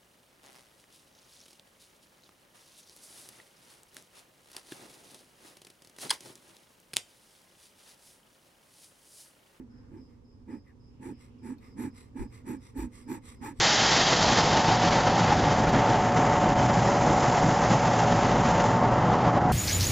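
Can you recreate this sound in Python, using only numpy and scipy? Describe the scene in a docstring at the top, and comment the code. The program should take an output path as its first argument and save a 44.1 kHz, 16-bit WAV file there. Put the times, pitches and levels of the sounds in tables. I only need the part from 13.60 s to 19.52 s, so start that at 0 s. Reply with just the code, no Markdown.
"""A bright hiss of grit on steel: a worker sandblasts a pipe in a booth, then swings the jet away.
The grit rings the pipe, and while the hiss is loud the recorder's gain control holds the booth down.
As the hiss falls, the extractor comes forward: roaring air, a rumbling duct, fan tones and motor hum.
The whole din throbs unevenly and flutters, and now and then the nozzle spits a slug of grit."""
import sys
import numpy as np
from scipy import signal
from scipy.fft import rfft, irfft
from scipy.io import wavfile
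from scipy.ndimage import uniform_filter1d

SR = 44100
rng = np.random.default_rng(int(sys.argv[2]) if len(sys.argv) > 2 else 0)


def to_wav(sig):
    """Store sig (one row per channel, or 1-D mono) as 16-bit WAV at the path in sys.argv[1].

    Samples outside -1..1 are clipped; the rate is SR.
    """
    pcm = np.clip(np.atleast_2d(sig), -1, 1) * 32767
    pcm = np.round(pcm).astype(np.int16)
    wavfile.write(sys.argv[1], SR, pcm.T)  # frames by channels


N = 261072
TIME = np.arange(N) / SR
HZ = np.fft.rfftfreq(N, 1 / SR)

# The jet's sweep. Each row: time in seconds, hiss level in dB, share that hits the pipe from 0 to 1.
JET_SWEEP = [(0, -16.5, 0.85), (.42, -23, 0.87), (.85, -29, 0.9), (1.1, -31, 0.88), (1.75, -34.5, 0.8),
             (2.05, -39, 0.6), (2.33, -39.5, 0.4), (2.6, -41, 0), (2.95, -41, 0.1), (3.02, -38, 0),
             (3.4, -38.5, 0.04), (3.65, -38, 0.03), (4.4, -38, 0.2), (4.66, -37.8, 0.4), (4.82, -41, 0.2),
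             (5.08, -40, 0.1), (5.22, -47.5, 0.5), (5.65, -47, 0.8), (5.92, -53, 0.2)]
# The colour of the booth's roar. Each row: frequency in Hz, relative level in dB.
BOOTH_ROAR = [(100, -39.5), (250, -6), (370, -4.5), (520, -3), (640, -1), (690, -0.5), (750, -3.5),
              (880, -1), (915, -4), (960, -4.5), (1130, -5.5), (1280, -9), (1550, -14.5), (2000, -18),
              (2500, -34), (4000, -48)]
# The midrange. Each row: time in seconds, gain of the duct's hollow in dB, lift of the air rush in dB.
MIDRANGE = [(0, -25.5, 1.5), (.33, -28, 0.5), (.55, -35, -2.5), (.85, -29, -1), (1.25, -30, 0.5),
            (1.5, -29.5, -1.5), (1.7, -26.5, 0.5), (2, -34, -.5), (2.3, -30.5, 0.5), (2.85, -32.5, 1),
            (3.3, -28, -0.5), (3.6, -34, -2), (4, -32.5, -.5), (4.55, -29, 0), (4.8, -38.5, 1),
            (5.2, -36, -2), (5.5, -34, -0.5), (5.92, -31, -3)]


def gain_of(db):
    """Decibels to amplitude."""
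    return 10 ** (np.asarray(db) / 20)


def unit_rms(x):
    """Scales to rms 1."""
    return x / np.sqrt(np.mean(x ** 2) + 1e-20)


def curves(rows):
    """Each column of a timed table, at every sample."""
    times, *columns = np.transpose(rows)
    return [np.interp(TIME, times, column) for column in columns]


def bell(centre_s, length_s):
    """A smooth rise to 1 and fall, above half height for the given length."""
    return .5 ** ((2 * (TIME - centre_s) / length_s) ** 2)


def resonances(modes):
    """Resonance peaks and dips, in dB at every frequency."""
    return sum(db / (1 + (2 * (HZ - hz) / width) ** 2) for hz, width, db in modes)


def shaped_noise(response):
    """Noise of rms 1 through a frequency response."""
    return unit_rms(irfft(rfft(rng.standard_normal(N)) * response, N))


def noise(spectrum, lift_db=0):
    """Noise of rms 1, coloured by points of frequency and level."""
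    hz, db = np.transpose(spectrum)
    colour_db = np.interp(np.log(HZ + 1), np.log(hz), db)
    return shaped_noise(gain_of(colour_db + lift_db))


def wander(rate_hz):
    """A random drift of rms 1, mostly slower than the given rate."""
    return shaped_noise((HZ > rate_hz / 8) / (1 + (HZ / rate_hz) ** 2))


def throb(rate_hz, spread_hz):
    """A loosely regular swing of rms 1 about the given rate."""
    return shaped_noise(1 / (1 + (2 * (HZ - rate_hz) / spread_hz) ** 2))


def low_pass(x, hz):
    """A steep band limit."""
    taps = signal.firwin(181, hz, window=("kaiser", 8), fs=SR)
    return signal.oaconvolve(x, taps[None], "same", axes=1)


def tick():
    """One faint, dry tick, a single sample long."""
    # Each row: time in seconds, level in dB.
    impulses = [(2.094, -28)]
    out = np.zeros(N)
    for at_s, db in impulses:
        out[round(at_s * SR)] = gain_of(db)
    return out


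def drone_tones(base_hz, partials, drift_hz, waver, sway_rad, stagger_turns=.0625):
    """Wavering harmonics of one drifting speed, their phases staggered to drone without pulsing."""
    turns = np.cumsum(base_hz + drift_hz * wander(1.5)) / SR + rng.random()
    out = np.zeros(N)
    for order, db in partials:
        wavering = (1 + waver * wander(22)) * np.exp(1j * sway_rad * wander(5.1))
        tone = np.exp(2j * np.pi * (order * turns + stagger_turns * order ** 2))
        out += gain_of(db) * unit_rms((wavering * tone).real)
    return out


def duct_rumble(buffet_db=-0.5):
    """Gusts buffet the duct, and the rumble booms in the booth's low resonances."""
    # The rumble's colour. Each row: frequency in Hz, relative level in dB.
    colour = [(15, -23), (25, -17.5), (33, -18.5), (45, -4.5), (60, -8), (80, -9.5), (105, -3.5), (135, -2),
              (185, -0.5), (260, -5), (340, -9.5), (600, -37.5), (2000, -65)]
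    # The booth's resonances. Each row: frequency in Hz, width in Hz, lift in dB.
    booms = [(57, 12, 0.5), (105, 17, 4), (163, 9.4, 4.5), (261.4, 10, 2)]
    # Each row: centre in seconds, swell in dB, length in seconds.
    gusts = [(0.71, 2, .07), (1.12, -1.5, .05), (1.262, 4, .04), (1.8, 0.5, .06), (2.15, 6, 0.071),
             (3.052, 1.5, 0.071), (3.5, 2, .07), (3.86, 2.5, 0.11), (4.092, 0, 0.076), (4.804, 3, 0.069),
             (5.26, 2.5, 0.037)]
    gust_db = buffet_db * wander(5) + sum(db * bell(at_s, length) for at_s, db, length in gusts)
    return gain_of(-27.5 + gust_db) * noise(colour, resonances(booms))


def fan(shaft_hz=81.42, whine_orders=(7, 9, 11)):
    """The fan sings at multiples of its shaft speed; three strong tones swell and fade."""
    # Each row: multiple of the shaft speed, relative level in dB.
    faint_tones = [(5, -43.5), (6, -41), (12, -40.5), (13, -44.5), (16, -44)]
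    # Each row: time in seconds, then relative levels of the low, middle and high tone in dB.
    whine = [(0, -45, -39, -47), (.3, -39, -40, -33), (.55, -43, -38.5, -38), (.92, -41, -31, -28.5),
             (1.12, -32.5, -29, -32), (1.45, -38, -30.5, -32.5), (2.05, -33, -29.5, -34.5),
             (2.3, -31.5, -26.5, -27.5), (2.47, -33.5, -28, -36), (2.65, -30.5, -27.5, -33),
             (3.05, -35, -27.5, -31), (3.3, -29, -32, -37), (3.6, -35, -28, -34.5), (4.0, -33, -30, -32),
             (4.3, -35.5, -31.5, -32), (4.48, -32, -27, -32), (4.66, -34, -31, -37),
             (4.88, -31.5, -29.5, -29.5), (5.25, -33.5, -34.5, -31), (5.52, -43, -30.5, -38),
             (5.75, -34, -30, -41), (5.92, -44, -24, -47)]
    partials = faint_tones + list(zip(whine_orders, curves(whine)))
    return gain_of(-1.1) * drone_tones(shaft_hz, partials, drift_hz=.02, waver=.06, sway_rad=.2)


def motor(mains_hz=59.33):
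    """The fan's motor hums at even multiples of the mains frequency."""
    # Each row: multiple of the mains frequency, relative level in dB.
    hum = [(2, -34.8), (4, -42)]
    return drone_tones(mains_hz, hum, drift_hz=.03, waver=.3, sway_rad=.3)


def extractor(surge_db, tone_share=0.56):
    """Air roars through the booth and rings the duct; fan and motor take only a share of each surge."""
    # The low end. Each row: time in seconds, gain of the hum in dB, gain of the rumble in dB.
    low_end = [(0, -17, -1), (.5, -9, -1.5), (.72, 3.5, -3.5), (.9, -17, 1), (1.15, 6, -0.5), (1.5, 0, 0),
               (1.8, 0, 3), (2.15, 3.5, -0.5), (2.55, 2, -0.5), (2.78, -7, 3.5), (2.97, -2, 3.7),
               (3.42, 4, .5), (3.65, -10, -1), (4.15, 1, 1), (4.38, 3.5, -1), (4.7, 2.5, 2),
               (4.95, -2.5, .5), (5.27, 6.5, 0), (5.45, -7, 2.5), (5.65, 6, -1.5), (5.92, -4, 3.5)]
    # The duct's hollow resonance. 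Each row: frequency in Hz, relative level in dB.
    hollow = [(600, -39.5), (700, -18.5), (760, -1), (820, 1.5), (870, -4.5), (940, -6), (1100, -42)]
    hum_db, rumble_db = curves(low_end)
    hollow_db, _ = curves(MIDRANGE)
    roar = gain_of(-26) * noise(BOOTH_ROAR) + gain_of(hollow_db) * noise(hollow)
    rumble = gain_of(rumble_db) * duct_rumble()
    drone = fan() + gain_of(hum_db) * motor()
    return gain_of(surge_db) * (roar + rumble) + gain_of(tone_share * surge_db) * drone


def unsteadiness(halved_at_db=-18):
    """How much throb and flutter remains, from 0 to 1: the sound is smoother while the hiss is loud."""
    hiss_db, _ = curves(JET_SWEEP)
    return 1 / (1 + gain_of(hiss_db - halved_at_db) ** 2)


def level_wobble(level_flutter_db=0.8):
    """An uneven throb, a fine, fast flutter and brief lulls in the level of the whole sound, in dB."""
    # Each row: rate in Hz, spread of the rate in Hz, depth in dB.
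    throbs = [(2.5, 1.5, 0.07), (7.5, 2.6, 0.26)]
    # Each row: centre in seconds, dip in dB, length in seconds.
    lulls = [(0.554, -2, 0.036), (1.048, -3, 0.053), (1.19, -4.5, 0.029), (1.308, -6.5, 0.039),
             (1.439, -5, 0.03), (1.543, -3, 0.032), (1.763, -1, 0.014), (2.062, -5.5, 0.013),
             (2.114, -6.5, 0.022), (2.527, -3.5, 0.072), (2.802, -2.5, 0.022), (2.944, -7, 0.019),
             (3.077, -5, 0.016), (3.168, -1.5, 0.026), (3.958, -1, 0.041), (4.206, -1.5, 0.017),
             (5.144, -1.5, .025), (5.72, -2.5, 0.03), (5.798, -5.5, 0.018)]
    fast_db = level_flutter_db * wander(51)
    throb_db = sum(db * throb(rate, spread) for rate, spread, db in throbs)
    lull_db = sum(db * bell(at_s, length) for at_s, db, length in lulls)
    return (fast_db + throb_db) * unsteadiness() + lull_db


def spits():
    """The swell of the rush and of the hiss, in dB, as each slug of grit leaves the nozzle."""
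    # Each row: centre in seconds, swell of the rush in dB, swell of the hiss in dB, length in seconds.
    slugs = [(0.052, 3, 3.5, 0.037), (0.366, 2, 2, 0.089), (0.533, 6, 3, 0.014), (0.692, 4.5, 2.5, 0.036),
             (0.723, 1.5, 3, 0.026), (0.79, 4.5, 4.5, 0.044), (0.973, 1.5, 1.5, 0.016),
             (1.085, 2.5, 2, 0.027), (1.268, 0, 2, 0.042), (1.32, 4.5, 3.5, .05), (1.485, 1.5, -0.5, 0.11),
             (1.605, 3.5, 2.5, 0.036), (1.697, 4.5, 1, 0.028), (1.729, 5.5, 4.5, 0.013),
             (1.93, 1.5, 2.5, 0.033), (2.137, 7, 5.5, 0.18), (2.22, 3, 1, 0.065), (2.305, 6.5, 6.5, 0.041),
             (2.348, 5, 3.5, 0.036), (2.575, 2.5, 2, .04), (3.105, 2.5, -1, 0.026), (3.5, 3, 1.5, 0.052),
             (3.648, 3, 2.5, 0.037), (3.78, 4, 4, 0.019), (4.044, 3.5, 3, 0.026), (4.133, 5.5, 5, 0.043),
             (4.404, 1.5, 2, 0.035), (4.886, 1.5, 3.5, 0.074), (5.006, 6.5, 7.5, 0.011),
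             (5.385, 2, 0, 0.028), (5.532, 3.5, 3, 0.056), (5.671, 4.5, 4, .055), (5.77, 5, 3, 0.044)]
    return sum(np.outer([rush_db, hiss_db], bell(at_s, length))
               for at_s, rush_db, hiss_db, length in slugs)


def echo_ripple(depth_db, count=40):
    """Reflections within the first 40 ms comb the spectrum, in dB at every frequency."""
    echoes = np.zeros(N)
    echoes[rng.integers(round(.002 * SR), round(.04 * SR), count)] = rng.choice([-1., 1.], count)
    return depth_db * unit_rms(rfft(echoes).real)


def moving_noise(spectrum, ripple_db, lift_db=0, positions=7):
    """Noise that crossfades from one pattern of reflections to the next as the nozzle moves."""
    place = np.linspace(0, positions - 1, N)
    out = np.zeros(N)
    for position in range(positions):
        fade = np.sqrt(np.maximum(1 - abs(place - position), 0))
        out += fade * noise(spectrum, lift_db + echo_ripple(ripple_db))
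    return out


def jet(swell_db, sizzle_db, feed_db=0.79, rush_follows=0.55, hiss_ref_db=-36.5):
    """Air and grit leave the nozzle and stir the booth; the share that strikes the pipe rings it."""
    # The hiss of grit on steel. Each row: frequency in Hz, relative level in dB.
    grit_on_pipe = [(1200, -24), (2200, -5), (2700, -0.5), (3150, -0.1), (3450, 4), (3900, 2), (4300, 3),
                    (4750, 1.5), (5200, 1.5), (5700, 0.5), (6300, 0), (7200, -4.5), (7600, -14)]
    # The pipe's ringing peaks and one dip. Each row: frequency in Hz, width in Hz, lift in dB.
    pipe_modes = [(1845, 70, 16), (3130, 130, 6), (3280, 50, 3.5), (3400, 120, -3), (3730, 80, 2.5),
                  (4700, 110, 4.5), (4990, 90, 3), (5227, 30, 7), (6131, 24, 5)]
    # The hiss in open air. Each row: frequency in Hz, relative level in dB.
    free_jet = [(1500, -23), (2600, -13), (3400, -6), (4000, -4), (4600, -4), (5100, 0), (5650, -2.5),
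                (6300, 1), (6700, -0.5), (7250, 0.5), (7600, -11.5)]
    # The lower rush of air under the hiss. Each row: frequency in Hz, relative level in dB.
    air_rush = [(600, -19.5), (1200, -1.5), (1500, 0), (1800, 0), (2100, -0.5), (2350, -5.5), (2800, -6),
                (3150, -6.5), (3700, -14), (5000, -25), (8000, -52.5)]
    hiss_db, aim = curves(JET_SWEEP)
    _, lift_db = curves(MIDRANGE)
    aim = np.clip(aim, 0, 1)
    on_pipe = moving_noise(grit_on_pipe, ripple_db=1.5, lift_db=resonances(pipe_modes))
    in_air = moving_noise(free_jet, ripple_db=2.5)
    hiss = np.sqrt(aim) * on_pipe + np.sqrt(1 - aim) * in_air
    rush_db = -33.5 + lift_db + rush_follows * (hiss_db - hiss_ref_db)
    rush = gain_of(rush_db + swell_db) * moving_noise(air_rush, ripple_db=1.5)
    feed = gain_of(feed_db * unsteadiness() * wander(45))  # grit comes unevenly down the hose
    roar = gain_of(-8.5) * noise(BOOTH_ROAR)
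    return feed * (gain_of(hiss_db + sizzle_db) * (hiss + roar) + rush)


def gain_control(x, hold_db=-21.5, listen_s=0.27):
    """Turns the sound down by as much as its running level exceeds the held level."""
    power = uniform_filter1d((x ** 2).mean(0), round(listen_s * SR))
    level_db = 10 * np.log10(abs(power) + 1e-12)
    return x * gain_of(-np.maximum(level_db - hold_db, 0))


def scene():
    """Jet and extractor surge together; both channels are alike."""
    wobble_db = level_wobble()
    swell_db, sizzle_db = spits()
    booth_surge_db = 0.94 * wobble_db + 0.8 * swell_db  # the booth takes most of each throb and spit
    din = jet(swell_db, sizzle_db) * gain_of(wobble_db) + extractor(booth_surge_db)
    return np.array([din, din])


def record(dry, overload=.34, band_hz=7650):
    """Loud hiss overloads the microphone; a narrow-band recorder holds the level."""
    saturated = dry / (1 + (dry / overload) ** 8) ** (1 / 8)
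    held = low_pass(gain_control(saturated), band_hz)
    return low_pass(held + tick(), 16000)  # the tick reaches above the recorder's band


dry = scene()
out = record(dry)
to_wav(out)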